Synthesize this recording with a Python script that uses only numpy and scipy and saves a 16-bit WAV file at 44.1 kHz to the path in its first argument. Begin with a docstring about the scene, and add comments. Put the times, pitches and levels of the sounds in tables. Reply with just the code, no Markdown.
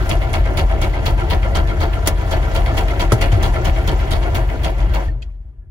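"""An eight-cylinder diesel idles unevenly, heard in stereo inside a closed cab, then is switched off.
Exhaust pulses and jolts ring the cab's boom modes. One loose joint knocks hard once a cycle and softly
about half a cycle later: noise bursts rung through the block, with short pings and pitched touches.
Metal clanks in the cab with low thumps; the engine coasts to rest and the cab rocks in dull throbs."""
import sys
import numpy as np
from scipy import signal
from scipy.fft import rfft, irfft, next_fast_len
from scipy.io import wavfile

SR = 44100
rng = np.random.default_rng(int(sys.argv[2]) if len(sys.argv) > 2 else 0)


def store_wav(level_fs):
    """Save 16-bit WAV to argv[1]."""
    pcm = np.round(np.clip(np.atleast_2d(level_fs), -1, 1) * 32767)
    wavfile.write(sys.argv[1], SR, pcm.T.astype(np.int16))


N = 251370
PAD = next_fast_len(N + SR)
HZ = np.maximum(np.arange(PAD // 2 + 1) * SR / PAD, 1)
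TIME = np.arange(N) / SR


def amp(db):
    """dB to gain."""
    return 10 ** (np.asarray(db) / 20)


def rms_one(x):
    """Scale to unit rms."""
    return x / np.sqrt(np.mean(x ** 2) + 1e-20)


def at_hz(points, hz, column=1):
    """Read one column of a table along a log-frequency axis."""
    points = np.array(points)
    return np.interp(np.log(hz), np.log(np.maximum(points[:, 0], 1)), points[:, column])


def drift(rate_hz):
    """Random wander of rms 1: white noise through two equal low-pass poles."""
    pole = np.exp(-2 * np.pi * rate_hz / SR)
    noise = rng.standard_normal(N + SR)
    return rms_one(signal.lfilter([1], [1, -2 * pole, pole * pole], noise)[SR:])


def clicks(seconds, sizes):
    """A click train; times before zero wrap to the end of the padded grid."""
    out = np.zeros(PAD)
    np.add.at(out, np.round(np.asarray(seconds) * SR).astype(int), sizes)
    return out


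def mode(hz, width_hz):
    """Response of a damped mass on a spring."""
    return hz * width_hz / (hz ** 2 - HZ ** 2 + 1j * HZ * width_hz)


def swell(train, rise_s, t60_s):
    """Each click becomes a quick rise and an exponential fall, top near 1."""
    up = np.exp(-1 / (max(rise_s, 1e-4) * SR))
    down = amp(-60 / (t60_s * SR))
    return signal.lfilter([1 - up], np.convolve([1, -up], [1, -down]), train[:N] + 1e-18)


def ring(seconds, sizes, pitch_hz, t60_s):
    """Touches swell and fade as decaying tones, envelopes peaking at the given times; three paths."""
    out = np.zeros((3, PAD))
    tau = t60_s / np.log(1000)
    age = TIME[:int(8 * tau * SR)]
    shape = np.e * age / tau * np.exp(-age / tau)
    signs = rng.choice([-1, 1], (len(seconds), 3, 1))      # polarity differs between paths
    starts = ((seconds - tau) * SR).astype(int)
    for first, size, pitch, sign in zip(starts, sizes, pitch_hz, signs):
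        if first >= 0:
            tone = np.sin(2 * np.pi * pitch * age)
            out[:, first:first + len(age)] += sign * size * shape * tone
    return out


# The loose joint, one row per engine cycle: (start_s, hard_level_db, hard body_above_treble_db,
# ring_pitch_hz, soft_level_db, soft body_above_treble_db)
KNOCKS = [(0.0965, -1.5, -2.5, 2240, -8.5, -.5), (0.335, -1, -4.5, 2180, -8.5, 1),
          (0.5756, -2, -1.5, 2180, -9, 3), (0.817, -0.5, -4, 2240, -7.5, -2.5),
          (1.061, -0.5, -3, 3320, -7, -1), (1.3055, 0.5, -2, 2190, -7.5, 1.5),
          (1.554, -1, -0.5, 3100, -9, 1.5), (1.8084, -3, 0, 2210, -9, -2),
          (2.0624, -5.5, -0.5, 3060, -13.5, -.5), (2.3153, -2.5, 0, 3290, -10.5, -1),
          (2.5507, -2.5, -3, 3200, -6, -1), (2.7738, -1.5, -2.5, 2840, -6, -3),
          (2.9983, 0, -2.5, 3170, -7.5, -2), (3.2147, 0, -4, 2840, -8, 1), (3.4312, -1, -3, 3310, -6, -3),
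          (3.6494, -1, -1, 3010, -7.5, -3), (3.878, -3, -1, 3110, -7.5, -3.5),
          (4.1127, -2.5, -2, 3110, -9.5, 2), (4.35, -3.5, -1, 2845, -14, 2.5),
          (4.637, -3.5, -0.5, 3290, -10, -4), (4.9419, -6.5, 1.5, 2800, -32, 4.5)]
# The last cycles after switch-off grow longer: duration_s of each
COAST_S = [.32, .4, .5]
SOFT_PLACE = .488   # share of the cycle from hard to soft knock


def knocks():
    """Times, treble dB and body dB of the joint's hard knocks and of the soft one following each."""
    hard_s, hard_db, body_db, _, soft_db, soft_body_db = np.transpose(KNOCKS)
    cycle_s = np.diff(np.r_[hard_s, hard_s[-1] + COAST_S[0]])
    return (hard_s, hard_db, body_db), (hard_s + SOFT_PLACE * cycle_s, soft_db, soft_body_db)


# Cylinders in firing order, places in eighths of a cycle after the hard knock:
# (exhaust_place, exhaust_level_db, jolt_place, jolt_level_db)
CYLINDERS = [(0.68, 5.1, 0.61, 4.9), (1.56, 0.7, 1.47, -0.0), (2.56, -1.1, 2.71, -7.0),
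             (3.58, -2.1, 3.43, 0.8), (4.63, -8.4, 4.42, -0.5), (5.6, -3.4, 5.52, -1.1),
             (6.62, 3.6, 6.64, 4.9), (7.64, 4.5, 7.41, 3.1)]


def firings(column):
    """Times and strengths of firings by one path, from CYLINDERS column on, spread over the cycles."""
    hard_s = np.array(KNOCKS)[:, 0]
    cycle_s = hard_s[1] - hard_s[0]
    before = [hard_s[0] - 2 * cycle_s, hard_s[0] - cycle_s]
    marks = np.r_[before, hard_s, hard_s[-1] + np.cumsum(COAST_S)]
    cycles = len(marks) - 1
    place, level_db = np.transpose(CYLINDERS)[column:column + 2]
    turns = (np.arange(cycles)[:, None] + place / 8).ravel()
    seconds = np.interp(turns, np.arange(len(marks)), marks)
    uneven_db = .8 * rng.standard_normal(len(turns))
    return seconds, amp(np.tile(level_db, cycles) + uneven_db)


# Cab air modes rung by the exhaust pulses: (pitch_hz, width_hz, relative level_db, push +1 or pull -1)
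BOOM = [(26.4, 40.0, -30.3, -1), (45.5, 4.0, -25.5, 1), (49.7, 4.5, -28.3, -1)]
# Cab panel modes jolted through the mounts: (pitch_hz, width_hz, relative level_db, push +1 or pull -1)
PANELS = [(73.1, 23.9, -21.7, -1), (78.9, 21.4, -22.3, 1), (99.9, 5.9, -44.1, -1), (130.5, 5.7, -56.9, 1),
          (140.5, 4.1, -64.3, 1)]
# Loose shaking of the cab, broad humps: (centre_hz, width_hz, relative level_db)
SHAKE = [(45, 15, -15.5), (65.4, 17, 1.5), (118.5, 11, -2.5), (123.8, 15, -5)]


def boom(level_db, shake_db):
    """Exhaust pulses ring the cab air, jolts ring the panels, and shaped noise is the loose shake."""
    air, panels = [sum(sign * amp(db) * mode(hz, width) / width for hz, width, db, sign in modes)
                   for modes in (BOOM, PANELS)]
    humps = np.sqrt(sum(abs(amp(db) * mode(hz, width)) ** 2 for hz, width, db in SHAKE))
    low_cut = signal.freqs(*signal.butter(4, 28, "high", analog=True), HZ)[1]
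    exhaust = rfft(clicks(*firings(column=0))) * air
    jolted = rfft(clicks(*firings(column=2))) * panels
    pulses, jolts = irfft(np.array([exhaust, jolted]) * low_cut, PAD)[:, :N]
    noise = rfft(rng.standard_normal((2, PAD)))
    shaken = rms_one(irfft(noise * humps * low_cut, PAD)[:, :N])
    # left and right share the first noise and differ in the second
    shaken = np.array([shaken[0] + 0.047 * shaken[1], shaken[0] - 0.65 * shaken[1]])
    return amp(level_db) * (rms_one(pulses + jolts) + amp(shake_db) * shaken)


TICKS_PER_S, TICK_T60_S, TICK_DB = 220, .014, 1   # small blows inside a knock, over its smooth rattle


def small_blows():
    """Uneven quick ticks as an envelope of rms 1."""
    train = (rng.random(N) < TICKS_PER_S / SR) * rng.exponential(1, N)
    return rms_one(1 + amp(TICK_DB) * swell(train, 2e-4, TICK_T60_S))


# A knock swells later in the body than in the treble:
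# (band_hz, hard_rise_s, hard_t60_s, soft_rise_s, soft_t60_s)
KNOCK_SHAPE = [(303, 0.028, 0.15, 0.055, 0.64), (700, 0.03, 0.14, 0.023, 0.29),
               (2016, 0.0096, 0.2, 0.0091, 0.22), (4940, 0.0063, 0.12, 0.0043, 0.38),
               (12100, 0.0013, 0.21, 0.0071, 0.1)]
# Smooth colours of the rattle: (band_hz, hard_knock_db, soft_knock_db, whirr_db)
COLOUR = [(137, 6, -6.5, -11), (234, -10.5, -8, -12), (393, -6, -11, -8), (680, 4.5, 1.5, -8.5),
          (1094, -3.5, -3.5, -10.5), (1706, -10.5, -10.5, -18), (2630, -8.5, -11, -20.5),
          (3700, -11.5, -20, -29), (5100, -14, -25.5, -33), (7250, -24.5, -34, -37.5),
          (8900, -25.5, -29, -41.5), (16000, -26, -36.5, -43.5)]
KNOCK_LEAD_S = 0.0078   # the rattle starts just before the blow peaks
KNOCK_RAGGED_S, KNOCK_COLOUR_DB = .003, 1.4   # spread of start and level from band to band


def knock_power(hz, body, blows):
    """The loose joint in one band: hard and soft bursts, broken into small blows in the treble."""
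    power = 0
    for soft, (start_s, treble_db, body_db) in enumerate(knocks()):
        sizes = amp(treble_db + body * body_db + rng.normal(0, KNOCK_COLOUR_DB, len(start_s)))
        rise_s = at_hz(KNOCK_SHAPE, hz, column=1 + 2 * soft)
        t60_s = at_hz(KNOCK_SHAPE, hz, column=2 + 2 * soft)
        ragged_s = rng.uniform(0, KNOCK_RAGGED_S, len(start_s))
        knock = swell(clicks(start_s - KNOCK_LEAD_S + ragged_s, sizes), rise_s, t60_s)
        colour = amp(at_hz(COLOUR, hz, column=1 + soft))
        power = power + (knock * blows ** (1 - body) * colour) ** 2
    return power


def whirr_power(hz, noise_db, tilt_db, ticks):
    """Steady mechanical noise in one band, wandering in level and ticking with the firings."""
    tilted_db = at_hz(COLOUR, hz, column=3) + tilt_db * np.log2(hz / 500)
    return (ticks * amp(noise_db + tilted_db + 2.0 * drift(22))) ** 2


# Engine block and panel modes: (pitch_hz, width_hz, level_db beside the 0.75 that passes unrung)
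BLOCK = [(217.5, 16, 8), (346, 82, 8.5), (445, 15, 6), (552, 16.3, 5.5), (643, 22, 6), (684, 44, 4),
         (777, 8.9, 9), (887, 36, -1.5), (977.5, 15, 2.5), (1390, 22, 5.5), (1578, 14, 5), (1752, 22, 4.5),
         (1990, 150, -1.5), (2207, 27, 2.5), (2846, 26, -1), (3245, 34, 1), (3400, 260, -9),
         (4490, 20.4, 2.5), (5710, 59, -3), (6560, 70, -6.5), (7270, 90, -3.5)]


def metal(noise_db, tilt_db, grain_db, tick_db):
    """Noise in bands under knock, whirr, clank and air envelopes, all rung through the block."""
    grain = amp(grain_db * drift(260))      # loose parts touch unevenly
    white = rng.standard_normal((3, N)) * rms_one(grain)
    fired_s, strength = firings(column=2)
    impacts = [small_blows() for pair in range(2)]
    ticks = 1 + amp(tick_db) * swell(clicks(fired_s, strength), 0.0033, 0.2)
    out = 0
    for k, hz in enumerate(150 * 2 ** np.arange(0, 7, 2 / 3)):
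        body = np.clip(np.log2(2600 / hz) / 1.5, 0, 1)      # 1 in the body, 0 in the treble
        power = cab_air_power(hz) + knock_power(hz, body, impacts[k // 2 % 2])
        power = power + whirr_power(hz, noise_db, tilt_db, ticks) + clank_hiss(hz, body) ** 2
        octaves = np.log2(HZ / hz)
        band = np.cos(np.pi / 2 * np.clip(octaves * 3 / 2, -1, 1)) ** 2
        out = out + band * rfft(white * np.sqrt(power), PAD)
    return out * (0.75 + sum(1j * amp(db) * mode(hz, width) for hz, width, db in BLOCK))


CHATTER_S, CHATTER_DB_PER_S = .035, -200   # span of the bounces and their fade
# Quick touches of the joint in a hard knock: delay_s of each
PING_TOUCHES_S = [0.0034, 0.012, .016]
PING_DB, PING_T60_S = -25.5, 0.024   # level relative to the hard knock, ring time


def pings():
    """Each hard knock rings the joint in three quick touches at its own pitch."""
    start_s, knock_db, _, pitch_hz, *_ = np.transpose(KNOCKS)
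    out = 0
    for late_s in PING_TOUCHES_S:
        chance = rng.standard_normal((len(start_s), 2))
        seconds = start_s + late_s + 0.00074 * chance[:, 0]
        level_db = PING_DB + knock_db + CHATTER_DB_PER_S * late_s + 1.2 * chance[:, 1]
        out = out + ring(seconds, amp(level_db), pitch_hz, PING_T60_S)
    return rfft(out, PAD)


# Short pitched touches recurring every cycle, some inside the hard and soft knocks:
# (place as share of the cycle, pitch_hz, level_db relative to its knock, t60_s)
TOUCHES = [(0, 2620, -39.5, .006), (.01, 1342, -30, 0.027), (.01, 948, -28, .025), (.025, 2200, -34, 0.015),
           (.03, 3315, -32.5, 0.0094), (0.029, 4410, -33, .012), (0.019, 5660, -42.5, 0.0091),
           (.07, 2930, -46.5, 0.012), (.11, 1360, -33.5, 0.028), (.12, 953, -31, .03),
           (0.122, 338, -31, 0.041), (.15, 2190, -39, 0.017), (0.189, 702, -26, 0.028),
           (0.208, 349.7, -28, 0.036), (.28, 684, -33, .03), (.49, 2390, -29, 0.0082),
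           (.5, 2097, -23.5, 0.017), (.52, 3166, -34.5, .03), (.58, 654, -26.5, 0.056),
           (.58, 2188, -28.5, 0.021), (.635, 1362, -24, .025), (.65, 2880, -38.5, .012),
           (0.671, 353.3, -20, 0.041), (0.711, 797, -28.5, .03), (.79, 692, -35.5, .03),
           (0.811, 1995, -35, .025), (0.849, 356, -28, 0.036), (0.881, 1454, -35, 0.032),
           (0.901, 631, -25, 0.031), (.91, 2020, -32.5, 0.033), (.92, 3250, -43.5, .03)]
TOUCH_SPREAD_DB, TOUCH_JITTER_S = 1.73, 0.00151
TOUCH_DETUNE = .035   # every touch rings a little off pitch (share)


def cycle_touches():
    """Knock rings and valve-gear contacts: each touch bounces and rings, its level following a knock."""
    (hard_s, hard_db, _), (soft_s, soft_db, _) = knocks()
    cycle_s = (soft_s - hard_s) / SOFT_PLACE
    hard_s = np.r_[hard_s[0] - cycle_s[0], hard_s]      # one cycle more in front
    cycle_s = np.r_[cycle_s[0], cycle_s]
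    count = len(cycle_s)
    out = 0
    for place, hz, db, t60_s in TOUCHES:
        knock_db = hard_db if place < SOFT_PLACE else soft_db
        chance = rng.standard_normal((count, 2))
        seconds = hard_s + place * cycle_s + TOUCH_JITTER_S * chance[:, 0]
        level_db = np.r_[knock_db[0], knock_db] + db + TOUCH_SPREAD_DB * chance[:, 1]
        # a touch and five bounces
        late_s = np.c_[np.zeros(count), rng.uniform(0, CHATTER_S, (count, 5))]
        pitch_hz = hz * (1 + TOUCH_DETUNE * rng.standard_normal(late_s.shape))
        touch_s = seconds[:, None] + late_s
        sizes = amp(level_db[:, None] + CHATTER_DB_PER_S * late_s)
        out = out + ring(touch_s.ravel(), sizes.ravel(), pitch_hz.ravel(), t60_s)
    return rfft(out, PAD)


# Short rings of the last click, and faint rings around it: (peak_s, pitch_hz, level_db, t60_s)
LAST_RINGS = [(5.07, 2000, -41, .04), (5.089, 1815, -33, .03), (5.111, 310.7, -35, 0.072),
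              (5.115, 4300, -58, 0.028), (5.226, 2560, -34, 0.014), (5.231, 4700, -46, .012),
              (5.228, 3200, -36, 0.013), (5.231, 1930, -50, 0.044), (5.226, 4200, -47, .02),
              (5.289, 1140, -55, 0.032), (5.31, 2450, -62, .06), (5.34, 1850, -64, 0.045),
              (5.43, 1850, -67, 0.059), (5.53, 1194, -66, 0.046), (5.63, 1700, -66.5, .08)]


def last_rings():
    """Single decaying tones near the end, each swelling and fading once."""
    return rfft(sum(ring(np.array([s]), [amp(db)], [hz], t60) for s, hz, db, t60 in LAST_RINGS), PAD)


# Blows on metal in the cab: (start_s, hiss_level_db, body_above_treble_db, hiss_t60_s, hiss_edge_hz,
# ring_level_db, ring_pitch_hz)
CLANKS = [(2.072, -4, 0, 0.058, 16250, -26, 1450), (3.119, -11, 12, 0.088, 12600, -13, 1306),
          (3.318, -22.5, 4, 0.093, 9200, -31, 3050), (5.22, -27.5, -19, 0.07, 5560, -49, 2620)]


def clank_hiss(hz, body):
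    """Noise envelope of the metal blows in one band, weakening above each blow's edge."""
    out = 0
    for start_s, level_db, low_db, t60_s, edge_hz, *_ in CLANKS:
        size = amp(level_db + body * low_db) / (1 + (hz / edge_hz) ** 4)
        out = out + swell(clicks([start_s], size), .0014, t60_s)
    return out


# Modes of a struck bracket: (multiple of its pitch, level_db relative to the blow, t60_s)
BRACKET = [(.29, -18, 0.038), (0.589, -5.5, 0.073), (.76, -6, 0.065), (.87, -2, 0.045), (1.0, 18.5, 0.02),
           (1.43, -12, .055), (1.75, -14.5, 0.049), (2.539, -32.5, 0.055)]


def brackets():
    """Each blow rings the bracket modes at its own pitch; chatter roughens every mode."""
    out = np.zeros(N)
    for start_s, *_, ring_db, pitch_hz in CLANKS:
        first = round(start_s * SR)
        age = TIME[:min(SR // 4, N - first)]
        for multiple, db, t60_s in BRACKET:
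            chatter_db = np.interp(age, age[::150], rng.normal(0, 1.9, len(age[::150])))
            rise = 1 - np.exp(-age / 0.0051)
            envelope = amp(ring_db + db + chatter_db - 60 * age / t60_s) * rise
            out[first:first + len(age)] += envelope * np.sin(2 * np.pi * pitch_hz * multiple * age)
    return out


# Low thumps, then dull throbs of the cab rocking after the engine stops:
# (start_s, starting pitch_hz, level_db before rise and panning, t60_s)
THUMPS = [(3.127, 114.3, 1.5, 0.1), (3.328, 99, -4, 0.29), (5.082, 48.8, -10, 0.3),
          (5.255, 63.3, -22, 0.13), (5.404, 61.5, -24, 0.095), (5.454, 59.3, -25, 0.34),
          (5.584, 51, -25.5, 0.32), (5.674, 61, -26.5, 0.21)]
THUMP_RISE_S = 0.0032
THUMP_SAG_PER_S = 1.3   # share of the pitch lost per second at first


def thumps():
    """Low thumps and throbs: decaying tones that sag in pitch as they fade."""
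    out = np.zeros(N)
    for start_s, pitch_hz, level_db, t60_s in THUMPS:
        age = np.maximum(TIME - start_s, 0)
        envelope = amp(level_db - 60 * age / t60_s) * (1 - np.exp(-age / THUMP_RISE_S))
        sag = np.maximum(1 - THUMP_SAG_PER_S * age / 2, .5)
        out += envelope * np.sin(2 * np.pi * pitch_hz * age * sag)
    return out


# Still cab air: (band_hz, relative level_db)
CAB_AIR = [(150, 0), (341, -6), (600, -14), (1500, -17), (2400, -25.5), (3000, -50.5), (9000, -31),
           (16000, -60.5)]
CAB_AIR_DB = -45.5   # added to every band


def cab_air_power(hz):
    """Steady background noise of the still air in one band."""
    return amp(CAB_AIR_DB + at_hz(CAB_AIR, hz)) ** 2


# Stereo width by band, wide in the middle treble, narrow at the top: (band_hz, common share of the power)
COMMON_SHARE = [(150, 0.093), (400, 0.92), (700, 0.5), (1300, 0.77), (2500, 0.11), (3500, 0.05),
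                (5000, 0.018), (7000, 0.02), (8500, 1), (16000, 0.76)]
# Balance of the two sides: (band_hz, left_minus_right_db)
LEFT_DB = [(150, -4.5), (250, 6.5), (500, -1), (1000, 2.5), (2000, 0.2), (4000, -1.6), (8000, -1),
           (12000, 0.5)]
LEFT_LAG_S = .00019


def stereo_pair(shared, left_own, right_own):
    """A common part that reaches the right side first, and a part of its own for each side."""
    common = np.clip(at_hz(COMMON_SHARE, HZ), 0, 1)
    late = np.exp(-2j * np.pi * HZ * LEFT_LAG_S)
    tilt = amp(at_hz(LEFT_DB, HZ) / 2)
    left = (np.sqrt(common) * shared * late + np.sqrt(1 - common) * left_own) * tilt
    right = (np.sqrt(common) * shared + np.sqrt(1 - common) * right_own) / tilt
    return irfft(np.array([left, right]), PAD)[:, :N]


# Running state of the engine: (time_s, boom_level_db before panning, mechanical_noise_db before colour)
ENGINE = [(0.0, -13.5, -10.5), (0.15, -15.5, -16), (0.45, -14.5, -18), (1.7, -15.5, -19),
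          (2.65, -15, -14.5), (3.151, -16.5, -18), (3.331, -13, -14.5), (3.62, -15, -16),
          (4.27, -14, -16.5), (4.721, -20, -20), (4.889, -10, -20), (5.022, -28, -17), (5.08, -12.5, -23.5),
          (5.13, -22.5, -40.5), (5.24, -32.5, -41.5), (5.33, -37.5, -47), (5.45, -37, -50.5),
          (5.7, -39.5, -63.5)]


def scene():
    """Boom and thumps sit a little left; engine metal spreads over both sides; brackets ring centred."""
    time_s, *columns = np.transpose(ENGINE)
    boom_db, noise_db = [np.interp(TIME, time_s, column) for column in columns]
    low = boom(boom_db, shake_db=-9) + thumps()
    rattle = metal(noise_db, tilt_db=2.16, grain_db=0.5, tick_db=-9)      # tilt is per octave
    rings = pings() + cycle_touches() + last_rings()
    engine = stereo_pair(*(rattle + rings))
    return low * amp([[1.3], [-1.3]]) + engine + brackets()


def record(dry):
    """Peaks are rounded softly, then the top is cut steeply from 16900 Hz."""
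    top = .95
    rounded = top * np.tanh(dry / top)
    return signal.sosfilt(signal.cheby2(12, 70, 16900, fs=SR, output="sos"), rounded)


dry = scene()
out = record(dry)
store_wav(out)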